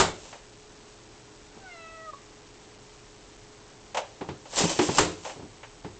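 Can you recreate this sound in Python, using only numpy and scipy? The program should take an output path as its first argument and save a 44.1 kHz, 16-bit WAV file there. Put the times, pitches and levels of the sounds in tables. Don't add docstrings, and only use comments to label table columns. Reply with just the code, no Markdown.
import sys
import numpy as np
from scipy import signal
from scipy.fft import rfft, irfft, next_fast_len
from scipy.io import wavfile
from scipy.ndimage import uniform_filter1d, map_coordinates

SR = 44100
rng = np.random.default_rng(int(sys.argv[2]) if len(sys.argv) > 2 else 0)


def generate_wav(signal):
    frames = np.transpose(np.atleast_2d(signal))
    scaled = np.clip(frames, -1, 1) * 32767
    pcm = np.round(scaled).astype(np.int16)
    wavfile.write(sys.argv[1], SR, pcm)


N = 264159

# f/Hz, level/dB, time to fade by 60 dB/s
DOOR_RINGS = [(90.5, -21, 0.7), (171.4, -21, 0.66), (303.3, -15, .45), (318.8, -16, .45),
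              (359.3, -17.5, 0.52), (417, -15.5, .35), (430.5, -19, 0.57), (524, -16, 0.43)]


def slaps():
    # t/s, level/dB, contact's time to fade by 60 dB/s, rise/s,
    # ringing/dB, floor knock/dB (the last two relative to the level)
    landings = [(0.0, -16, 0.11, 0.002, -6, 0.5), (4.984, -15.5, 0.068, 0.0011, 3, -4.5)]
    # f/Hz, relative level per Hz/dB
    slap_colour = [(30, -9.5), (85, -4), (170, -6), (330, -8.5), (600, -3.5), (1100, -4), (1400, -5.5),
                   (1900, -11.5), (2700, -11.5), (3600, -12.5), (6000, -14.5), (7500, -10), (8000, -14.5)]
    # f/Hz, level/dB, time to fade by 60 dB/s
    bright_rings = [(1066, -22, .25), (1320, -22, .25), (4382, -23, .25), (6440, -20, .22), (7398, -12, .3),
                    (7460, -20, .2)]
    # f/Hz, level/dB, time to fade by 60 dB/s
    floor_rings = [(176, -16.5, .4), (380.5, -9, .33), (440, -15, .45), (925, -6.5, .2), (1211, -9.5, .16),
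                   (1786, -15, .22), (1930, -15.5, .25)]
    crack_db, crack_t60_s = -6.5, .02
    out = np.zeros(N)
    colour = lambda hz: along(slap_colour, hz)
    for s, db, t60, rise, ring_db, knock_db in landings:
        add(out, s, amp(db) * blow(t60, rise, wet_db=-7, colour=colour))
        crack = blow(crack_t60_s, rise=.0003, wet_db=-30, colour=colour)
        add(out, s, amp(db + crack_db) * crack)
        ringing = amp(db + ring_db) * (ring(DOOR_RINGS) + ring(bright_rings))
        knock = amp(db + knock_db) * ring(floor_rings)
        add(out, s, ringing + knock)
    return out


def bumps():
    # t/s, level/dB, dull above f/Hz, boom f/Hz, boom relative level/dB
    padded_blows = [(1.564, -46.5, 600, 298, -3), (4.209, -33.5, 1200, 780, -4),
                    (4.287, -35, 2200, 141.4, 0), (4.605, -27.5, 1200, 396, 5), (4.636, -26, 800, 171.4, 8),
                    (4.789, -20.5, 5800, 362, 5), (4.81, -27.5, 1230, 303.6, 13),
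                    (4.886, -25, 1220, 146.5, 2.5), (5.359, -44.5, 400, 335, -1.5),
                    (5.393, -41.5, 400, 294, -5.5), (5.42, -42, 398, 386, -7),
                    (5.844, -37, 1280, 196, -5.5)]
    # f/Hz, relative level per Hz/dB
    bump_colour = [(40, -34), (90, -2.5), (200, -6), (400, 0), (600, -10.5), (850, -5), (1300, -14.5),
                   (2500, -16), (4000, -19), (8000, -27)]
    out, t = np.zeros(N), np.arange(SR // 2) / SR
    for s, db, dull_hz, boom_hz, boom_db in padded_blows:
        rise = .005 * (1000 / dull_hz) ** .35
        weight_db = -0.5 - 1.1 * boom_db - 4.5 * np.log2(boom_hz / 300)

        def colour(hz):
            bass_db = weight_db / (1 + (hz / 150) ** 4)
            dulling_db = 10 * np.log10(1 + (hz / dull_hz) ** 2)
            return along(bump_colour, hz) + bass_db - dulling_db

        add(out, s, amp(db) * blow(t60=.075, rise=rise, wet_db=-14.5, colour=colour))
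        boom = amp(boom_db - 60 * t / 0.15) * np.sin(2 * np.pi * boom_hz * t)
        soft_start = 1 - np.exp(-t / rise)
        add(out, s, amp(db) * soft_start * (boom + amp(-2.5) * ring(DOOR_RINGS)))
    return out


def claws():
    # t/s, level/dB, rasp near 2 kHz/dB
    plucks = [(.252, -49.5, -2), (.326, -43, 4.5), (.352, -48, -8), (3.945, -30.5, -2), (3.97, -25, -.5),
              (4.454, -46, -1.5), (4.53, -38.5, 2), (4.58, -30.5, 6.5), (4.699, -33, -8.5),
              (5.249, -34, -3), (5.272, -39.5, -2), (5.295, -39.5, 4), (5.63, -43, 10)]
    # f/Hz, relative level per Hz/dB
    claw_colour = [(100, -30), (400, -21), (530, 0.5), (680, -5.5), (870, -2), (1150, -11.5), (1450, -15),
                   (2000, -15.5), (3000, -15), (4500, -25), (6500, -22.5), (8500, -24.5)]
    out = np.zeros(N)
    for s, db, rasp_db in plucks:
        rasp = lambda hz: rasp_db * np.exp(-np.log((hz + 1) / 1900) ** 2 / 0.46)
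        colour = lambda hz: along(claw_colour, hz) + rasp(hz)
        add(out, s, amp(db) * blow(t60=.105, rise=0.0021, wet_db=-14.5, colour=colour))
    return out


def rubbing():
    # t of peak/s, level/dB, time to swell by 20 dB/s,
    # time to fade by 20 dB/s
    jerks = [(4.589, -19, 0.0623, 0.1362), (4.703, -24, 0.03, 0.0532), (4.825, -29.5, 0.09, .25),
             (4.981, -24, 0.0768, 0.025)]
    # t/s, length/s, level/dB
    fur_strokes = [(.18, .14, -48.5), (4.48, 0.036, -53), (5.123, 0.13, -49.5), (5.253, .055, -44.5)]
    # f/Hz, relative level per Hz/dB
    drag_colour = [(80, -16.5), (160, -10.5), (380, -4.5), (650, -7), (900, -0.5), (1300, -9.5),
                   (1800, -13), (2500, -7), (4000, -8.5), (6000, -6), (7100, -6.5), (7400, -0.5),
                   (7800, -6.5)]
    slide = amp(-36) * envelope(s=4.545, hold=.435, attack=.018, release=0.011)
    tugs = [amp(db) * envelope(s, 0, swell, fade) for s, db, swell, fade in jerks]
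    brushes = [amp(db) * envelope(s, length, attack=0.076, release=.06) for s, length, db in fur_strokes]
    grit = friction(rate=3500, spread_db=1.0) * np.linalg.norm([slide] + tugs, axis=0)
    fur = friction(rate=4900, spread_db=6.0) * np.linalg.norm(brushes, axis=0)
    slips = hall(grit + fur, wet_db=-1.5)
    rubbed = coloured(slips, lambda hz: along(drag_colour, hz))
    return np.std(slips) * unit(rubbed)


def friction(rate, spread_db):
    chance, sign, size = rng.random(N), rng.standard_normal(N), rng.standard_normal(N)
    return unit((chance < rate / SR) * sign * amp(spread_db * size))


def meow():
    t = np.arange(N) / SR
    meow_s, hold_s = 1.657, .445
    highest_s, settled_hz, start_extra_hz, settle_s = 1.6, 663.2, 115.8, .116
    drift_hz_per_s, sag_s, sag_hz_per_s = 46, 2.052, 520
    pitch = settled_hz + start_extra_hz * np.exp(-((t - highest_s) / settle_s) ** 2)
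    pitch -= drift_hz_per_s * (t - meow_s)
    pitch -= sag_hz_per_s * np.clip(t - sag_s, 0, .5)
    push_db = 4 * np.exp(np.minimum(t - meow_s - hold_s, 0) / 0.027)
    swell = envelope(meow_s, hold_s, attack=.12, release=.014)
    cry = amp(-50.5 + push_db) * swell * voice(pitch)
    pulses_per_s, creak_hz = 99, 561
    pulses = unit(np.sin(np.pi * pulses_per_s * t) ** 2)
    creak_swell = envelope(s=2.132, hold=0.011, attack=0.0066, release=.03)
    creak = amp(-50.5) * creak_swell * pulses * voice(creak_hz)
    return hall(cry + creak, wet_db=-11)


def voice(pitch, count=6):
    # f/Hz, width/Hz, lift/dB
    resonances = [(1120, 60, 14), (1250, 70, 18), (1482, 70, 16), (1933, 45, 11.5), (2087, 170, 18),
                  (2611, 70, 13.5), (2790, 160, 11.5), (4100, 600, 14)]
    overtone_db_per_octave = -7.5
    widest_s, mouth_span_s, muffle_above_hz, muffle_db_per_octave = 1.81, .27, 1700, -23.5
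    closed = np.minimum(((np.arange(N) / SR - widest_s) / mouth_span_s) ** 2, 2)
    phase = 2 * np.pi * np.cumsum(pitch * (1 + .0036 * wobble(70))) / SR
    out = np.zeros(N)
    for k in range(1, count + 1):
        lift_db = sum(db / (1 + (2 * (k * pitch - hz) / width) ** 2) for hz, width, db in resonances)
        octaves_above = np.log2(np.maximum(k * pitch / muffle_above_hz, 1))
        muffle_db = muffle_db_per_octave * closed * octaves_above
        weaker_db = overtone_db_per_octave * np.log2(k)
        strength = amp(weaker_db + lift_db + muffle_db + 2.3 * wobble(45))
        out += strength * np.sin(k * phase)
    return out


def blow(t60, rise, wet_db, colour):
    t = np.arange(SR // 2) / SR
    contact = rng.standard_normal(len(t)) * amp(-60 * t / t60)
    echo = tail()[:len(t)] * (1 - np.exp(-t / .005))
    burst = (1 - np.exp(-t / rise)) * (contact + amp(wet_db) * echo)
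    power = np.abs(uniform_filter1d(np.abs(rfft(burst)) ** 2, size=70))
    own_db = lambda hz: 10 * np.log10(np.interp(hz, np.fft.rfftfreq(len(t), 1 / SR), power))
    return struck(coloured(struck(burst), lambda hz: colour(hz) - own_db(hz)))


def ring(modes):
    t = np.arange(SR // 2) / SR
    sway = lambda: .3 * wobble(60, size=len(t))
    out = np.zeros(len(t))
    for hz, db, t60 in modes:
        fading = amp(db + rng.normal() - 60 * t / t60) * (1 + sway())
        out += fading * np.sin(2 * np.pi * hz * t + sway()) * rng.choice([-1, 1])
    return out


def hall(x, wet_db):
    echo = tail()
    return x + amp(wet_db) * signal.fftconvolve(x, echo / np.linalg.norm(echo))[:len(x)]


def tail():
    # f/Hz, time to fade by 60 dB/s
    hall_fades = [(100, 0.4), (400, 0.37), (1000, 0.32), (3000, 0.34), (8000, 0.3)]
    hz, t, z = signal.stft(rng.standard_normal(SR // 2), SR, nperseg=256)
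    fading = amp(-60 * t / along(hall_fades, hz)[:, None])
    return signal.istft(z * fading, SR, nperseg=256)[1]


def background():
    # f/Hz, relative level per Hz/dB
    room_colour = [(15, -10.5), (35, 5), (66, -7), (115, 0), (170, -7), (320, -3.5), (550, -9.5),
                   (900, -9.5), (1500, -17), (4000, -21), (8000, -20)]
    # f/Hz, level/dB
    hum_tones = [(420.1, -57.5), (114.8, -66), (308.4, -68), (345, -68.5)]
    t = np.arange(N) / SR
    air = unit(coloured(rng.standard_normal(N), lambda hz: along(room_colour, hz)))
    hum = sum(amp(db) * np.sin(2 * np.pi * hz * t + .5 * wobble(5.2)) for hz, db in hum_tones)
    return amp(-52.5) * air + hum


def amp(db):
    return 10 ** (np.asarray(db) / 20)


def unit(x):
    return x / np.sqrt(np.mean(x ** 2) + 1e-20)


def struck(x):
    return x / np.sqrt(np.mean(x[:SR // 50] ** 2) + 1e-20)


def along(points, hz):
    f, v = np.transpose(points)
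    return np.interp(np.log(hz + 1), np.log(f + 1), v)


def coloured(x, gain_db):
    m = 2 * next_fast_len(len(x))
    gain = np.maximum(amp(gain_db(np.fft.rfftfreq(m, 1 / SR))), 1e-6)
    cepstrum = irfft(np.log(gain))
    cepstrum[1:m // 2] *= 2
    cepstrum[m // 2 + 1:] = 0
    return irfft(rfft(x, m) * np.exp(rfft(cepstrum)), m)[:len(x)]


def wobble(rate, size=N):
    knots = rng.standard_normal(int(size * rate / SR) + 4)
    return map_coordinates(knots, [np.arange(size) * rate / SR])


def envelope(s, hold, attack, release):
    t = np.arange(N) / SR
    before, after = np.maximum(s - t, 0), np.maximum(t - s - hold, 0)
    return amp(-20 * (before / attack + after / release))


def add(track, s, sound):
    start = max(round(s * SR), 0)
    track[start:start + len(sound)] += sound[:N - start]


def scene():
    return (slaps() + bumps() + claws() + rubbing() + meow() + background())[None]


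def record(dry):
    camera_hz, top_hz = 16000, 9000
    step = .00552
    padded = np.pad(dry, ((0, 0), (0, 7 * SR - N)))
    slow = signal.resample(padded, 7 * camera_hz, axis=1)
    stepped = step * (np.floor(slow / step) + .5)
    whine = amp(-69) * np.cos(np.pi * np.arange(slow.shape[1]))
    out = signal.resample_poly(stepped + whine, SR, camera_hz, axis=1, window=("kaiser", 6))
    hz = np.fft.rfftfreq(out.shape[1], 1 / SR)
    passband = np.clip((top_hz - hz) / 500, 0, 1)
    return irfft(rfft(out) * passband)[:, :N]


dry = scene()
out = record(dry)
generate_wav(out)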